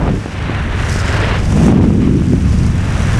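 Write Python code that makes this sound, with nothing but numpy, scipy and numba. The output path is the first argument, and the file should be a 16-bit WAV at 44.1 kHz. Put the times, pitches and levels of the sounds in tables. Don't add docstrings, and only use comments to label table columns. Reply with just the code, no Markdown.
import sys
import numpy as np
from scipy import signal
from scipy.fft import rfft, irfft, next_fast_len
from scipy.io import wavfile
from scipy.ndimage import uniform_filter1d, minimum_filter1d
from numba import njit

SR = 44100
rng = np.random.default_rng(int(sys.argv[2]) if len(sys.argv) > 2 else 0)


def bounce(signal):
    frames = np.transpose(np.atleast_2d(signal))
    limited = np.clip(frames, -1, 1)
    pcm = np.round(limited * 32767).astype(np.int16)
    wavfile.write(sys.argv[1], SR, pcm)


N = 140679
TIME = np.arange(N) / SR

# time in seconds, level in dB.
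UPPER_RUSH_LEVEL = [(0, -44), (.4, -39), (.55, -32), (.95, -28.5), (1.3, -25), (1.45, -52), (2.6, -46),
                    (2.88, -37), (3.12, -30)]
# frequency in Hz, relative density in dB per Hz.
UPPER_RUSH_SPECTRUM = [(700, -22), (1200, -8.5), (1480, -1.5), (1700, -1.5), (2000, -6.5), (3000, -30)]

# time in seconds, level in dB.
RUMBLE_LEVEL = [(0, -15), (.18, -16.5), (.23, -28.5), (.42, -19.5), (.65, -16), (.95, -16), (1.6, -13.5),
                (1.9, -14.5), (2.2, -19.5), (2.5, -11.5), (2.85, -15), (3.19, -13.5)]
# frequency in Hz, relative density in dB per Hz.
RUMBLE_SPECTRUM = [(18, -28), (28, -4), (42, -5), (70, -1), (105, -1), (150, -13.5), (250, -16), (450, -29),
                   (1000, -58)]

# time in seconds, level in dB.
RUSH_LEVEL = [(0, -35.5), (.09, -28.5), (.15, -35), (.35, -29), (.55, -25.5), (.68, -27.5), (.79, -24),
              (.92, -26.5), (1.18, -21), (1.35, -19.5), (1.43, -30.5), (1.65, -27), (1.75, -29.5),
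              (1.97, -36.5), (2.04, -30.5), (2.12, -35), (2.72, -31.5), (2.95, -26.5)]
# frequency in Hz, relative density in dB per Hz.
RUSH_SPECTRUM = [(120, -7), (300, 3), (520, 1.5), (800, -0.5), (1050, -.5), (1600, -3), (2200, -4),
                 (2800, -6), (4000, -14), (5500, -27), (10000, -56)]
# time in seconds, level in dB.
HISS_LEVEL = [(0, -47.5), (.22, -41.5), (.36, -43), (.5, -47.5), (.72, -52), (.8, -37), (.93, -30),
              (1.2, -33.5), (1.42, -37), (1.65, -36.5), (1.77, -42), (2.1, -44), (2.36, -43), (2.54, -35.5),
              (2.76, -41), (3.19, -34.5)]
# frequency in Hz, relative density in dB per Hz.
HISS_SPECTRUM = [(2500, -28), (4300, -4.5), (4900, 1), (6400, -4.5), (8000, -7), (10000, -14.5),
                 (14000, -33)]
# time in seconds, level in dB.
TREBLE_LEVEL = [(0, -56), (.1, -54), (.16, -50), (.48, -53), (.73, -49.5), (.92, -39), (1.12, -56),
                (1.29, -58), (1.52, -41), (1.66, -38.5), (1.78, -50.5), (2.1, -49.5), (2.36, -47),
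                (2.55, -46.5), (2.72, -46.5), (3.19, -40)]
# frequency in Hz, relative density in dB per Hz.
TREBLE_SPECTRUM = [(5500, 4), (7500, -3.5), (8500, -2.5), (10200, -8), (12000, -21), (13500, -23),
                   (15000, -30)]
RUSH_TRIM_DB, HISS_TRIM_DB, TREBLE_TRIM_DB = 1, -3, 2.5
SPURTS_PER_S, SPURT_S, SPURT_DB, SPURT_SPREAD_DB = 55, 0.0024, 0, 3

# time in seconds, nominal upper edge in Hz, level in dB.
SPUTTER_FLOW = [(0, 1060, -22.5), (.07, 1090, -22), (.105, 436, -22), (.2, 380, -34), (.23, 380, -55),
                (1.42, 600, -33.5), (1.56, 715, -25), (1.71, 890, -21.5), (1.82, 910, -26),
                (1.92, 694, -34), (2.0, 600, -48), (2.6, 600, -64)]
SPUTTER_LOW_HZ, SPUTTER_DAMPING = 403, 1.9
POPS_PER_S, POP_SPREAD_DB, SPUTTER_NOISE_DB = 220, 6.5, -1.5

# time in seconds, level in dB before the low-pass,
# low-pass corner (brightness) in Hz.
THUMP_BURSTS = [(.1, 0, 550), (.26, -4.5, 1400), (.281, -13, 1800), (.497, -6, 800), (.96, -3.5, 900),
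                (1.574, -2.5, 1100), (1.615, -6, 1200), (1.666, -4, 1600), (1.683, 2.5, 1900),
                (1.725, 3, 1380), (1.811, -2, 1600), (1.842, -3, 1300), (1.905, -4, 1100),
                (1.953, -0.5, 550), (2.077, -8.5, 1500), (2.221, -9, 1700), (2.335, 4, 440)]
THUMP_SUCTION_S, THUMP_HZ, THUMP_T60_S = 0.00066, 183, 0.01

# time in seconds, nominal shedding rate in Hz, level in dB.
BUFFET_EDDIES = [(0, 204, -22), (.04, 228, -15), (.12, 222, -16), (.24, 173, -28), (.7, 152, -26.5),
                 (1.42, 143, -20.5), (1.6, 218, -9.5), (1.78, 265, -6), (1.9, 265, -11.5),
                 (2.17, 246, -10.5), (2.24, 204, -15.5), (2.33, 248, -9.5), (2.4, 182, -16),
                 (2.65, 175, -14), (2.85, 137, -21), (3.19, 134, -17)]
EDDY_HUMP_RATIO, EDDY_HUMP_DAMPING = 0.78, 0.72
EDDY_SKIRT_RATIO, EDDY_SKIRT_DAMPING = 1.42, 0.76
EDDY_EDGE_RATIO, EDDY_EDGE_DAMPING = 1.7, 1
EDDY_LOW_HZ = 127.4
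SURGE_DB = -12.5
# frequency in Hz, relative density in dB per Hz.
SURGE_SPECTRUM = [(24, -26), (37, -12), (55, 3), (75, 0), (110, -30)]

CEILING, RELEASE_DB_PER_S, LIMITER_WINDOW_S, CUTOFF_HZ = 0.91, 65, 0.002, 14900


def from_db(db):
    return 10 ** (np.asarray(db) / 20)


def rms_one(x):
    return x / np.sqrt(np.mean(x ** 2) + 1e-20)


def in_time(rows):
    seconds, *columns = np.transpose(rows)
    return [np.interp(TIME, seconds, column) for column in columns]


def cut(x, hz, kind):
    return signal.sosfilt(signal.butter(2, hz, kind, fs=SR, output="sos"), x)


def noise(spectrum):
    hz, db = np.transpose(spectrum)
    size = next_fast_len(N)
    log_hz = np.log(np.arange(size // 2 + 1) * SR / size + 1)
    gain = from_db(np.interp(log_hz, np.log(hz), db, left=-200, right=-200))
    white = rng.standard_normal(size)
    return rms_one(irfft(rfft(white) * gain, size)[:N])


def drift(corner_hz):
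    hop = 40
    pole = np.exp(-2 * np.pi * corner_hz * hop / SR)
    white = rng.standard_normal(N // hop + 2002)
    slow = signal.lfilter([1], [1, -2 * pole, pole * pole], white)[2000:]
    return np.interp(np.arange(N) / hop, np.arange(len(slow)), rms_one(slow))


def steadied(x, span_s):
    size = int(span_s * SR)
    power = uniform_filter1d(uniform_filter1d(x * x, size), size)
    return x / np.sqrt(power + 1e-12)


def kicks(per_s, spread_db):
    struck = rng.random(N) < per_s / SR
    return struck * from_db(spread_db * np.clip(rng.standard_normal(N), -2, 2))


@njit
def moving_lowpass(x, step, damping):
    out, low, band = np.zeros(len(x)), 0., 0.
    for i in range(len(x)):
        low += step[i] * band
        band += step[i] * (x[i] - low - damping * band)
        out[i] = low
    return out


def rumble():
    level_db, = in_time(RUMBLE_LEVEL)
    return from_db(level_db) * steadied(noise(RUMBLE_SPECTRUM), span_s=0.044)


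def upper_rush():
    level_db, = in_time(UPPER_RUSH_LEVEL)
    return from_db(level_db) * noise(UPPER_RUSH_SPECTRUM)


def slipstream():
    flutter, grain = drift(16.5), drift(195)
    puff = np.hanning(int(SPURT_S * SR))
    puffs = signal.fftconvolve(kicks(SPURTS_PER_S, SPURT_SPREAD_DB), puff, "same")
    spurts = 1 + from_db(SPURT_DB) * puffs

    def layer(level, source, flutter_db, grain_db, own_db):
        wobble = from_db(flutter_db * flutter + grain_db * grain + own_db * drift(30))
        level_db, = in_time(level)
        return from_db(level_db) * rms_one(source * wobble)

    rush = layer(RUSH_LEVEL, noise(RUSH_SPECTRUM), flutter_db=-0.2, grain_db=1.43, own_db=0.68)
    hiss = layer(HISS_LEVEL, noise(HISS_SPECTRUM) * spurts, flutter_db=-0.3, grain_db=0.1, own_db=1.75)
    treble = layer(TREBLE_LEVEL, noise(TREBLE_SPECTRUM) * spurts, flutter_db=-0.4, grain_db=0.9, own_db=-0.2)
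    return from_db(RUSH_TRIM_DB) * rush + from_db(HISS_TRIM_DB) * hiss + from_db(TREBLE_TRIM_DB) * treble


def sputter():
    edge_hz, level_db = in_time(SPUTTER_FLOW)
    step = 2 * np.pi * edge_hz / SR
    pops = rms_one(kicks(POPS_PER_S, POP_SPREAD_DB))
    torn = pops + from_db(SPUTTER_NOISE_DB) * rng.standard_normal(N)
    torn = cut(torn, SPUTTER_LOW_HZ, "high")
    torn = moving_lowpass(torn, step * 0.79, np.sqrt(2))
    torn = moving_lowpass(torn, step * 1.25, SPUTTER_DAMPING)
    return from_db(level_db) * steadied(torn, span_s=0.056)


def thumps():
    t = np.arange(-SR // 50, SR // 20) / SR
    after = np.maximum(t, 0)
    suction = -np.exp(np.minimum(t, 0) / THUMP_SUCTION_S)
    swing = np.sin(2 * np.pi * THUMP_HZ * after) * from_db(-60 * after / THUMP_T60_S)
    pulse = np.where(t < 0, suction, swing)
    total = np.zeros(N)
    for start, level_db, bright_hz in THUMP_BURSTS:
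        softened = cut(pulse, bright_hz, "low")
        total += from_db(level_db) * np.interp(TIME - start, t, softened, left=0, right=0)
    return total


def buffet():
    shedding_hz, level_db = in_time(BUFFET_EDDIES)
    step = 2 * np.pi * shedding_hz / SR
    swirl = rng.standard_normal(N)
    swirl = moving_lowpass(swirl, step * EDDY_HUMP_RATIO, EDDY_HUMP_DAMPING)
    swirl = moving_lowpass(swirl, step * EDDY_SKIRT_RATIO, EDDY_SKIRT_DAMPING)
    swirl = moving_lowpass(swirl, step * EDDY_EDGE_RATIO, EDDY_EDGE_DAMPING)
    eddies = steadied(cut(swirl, EDDY_LOW_HZ, "high"), span_s=0.038)
    surge = from_db(SURGE_DB) * steadied(noise(SURGE_SPECTRUM), span_s=0.055)
    return from_db(level_db) * (eddies + surge)


def scene():
    return (rumble() + upper_rush() + slipstream() + sputter() + thumps() + buffet())[None]


def record(dry):
    over_db = 20 * np.log10(np.maximum(np.abs(dry[0]) / CEILING, 1))
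    fall_db = RELEASE_DB_PER_S * TIME
    held_db = np.maximum.accumulate(over_db + fall_db) - fall_db
    size = int(LIMITER_WINDOW_S * SR)
    gain_db = uniform_filter1d(minimum_filter1d(-held_db, size), size)
    top_cut = signal.ellip(10, 0.1, 80, CUTOFF_HZ, fs=SR, output="sos")
    return signal.sosfilt(top_cut, dry * from_db(gain_db))


dry = scene()
out = record(dry)
bounce(out)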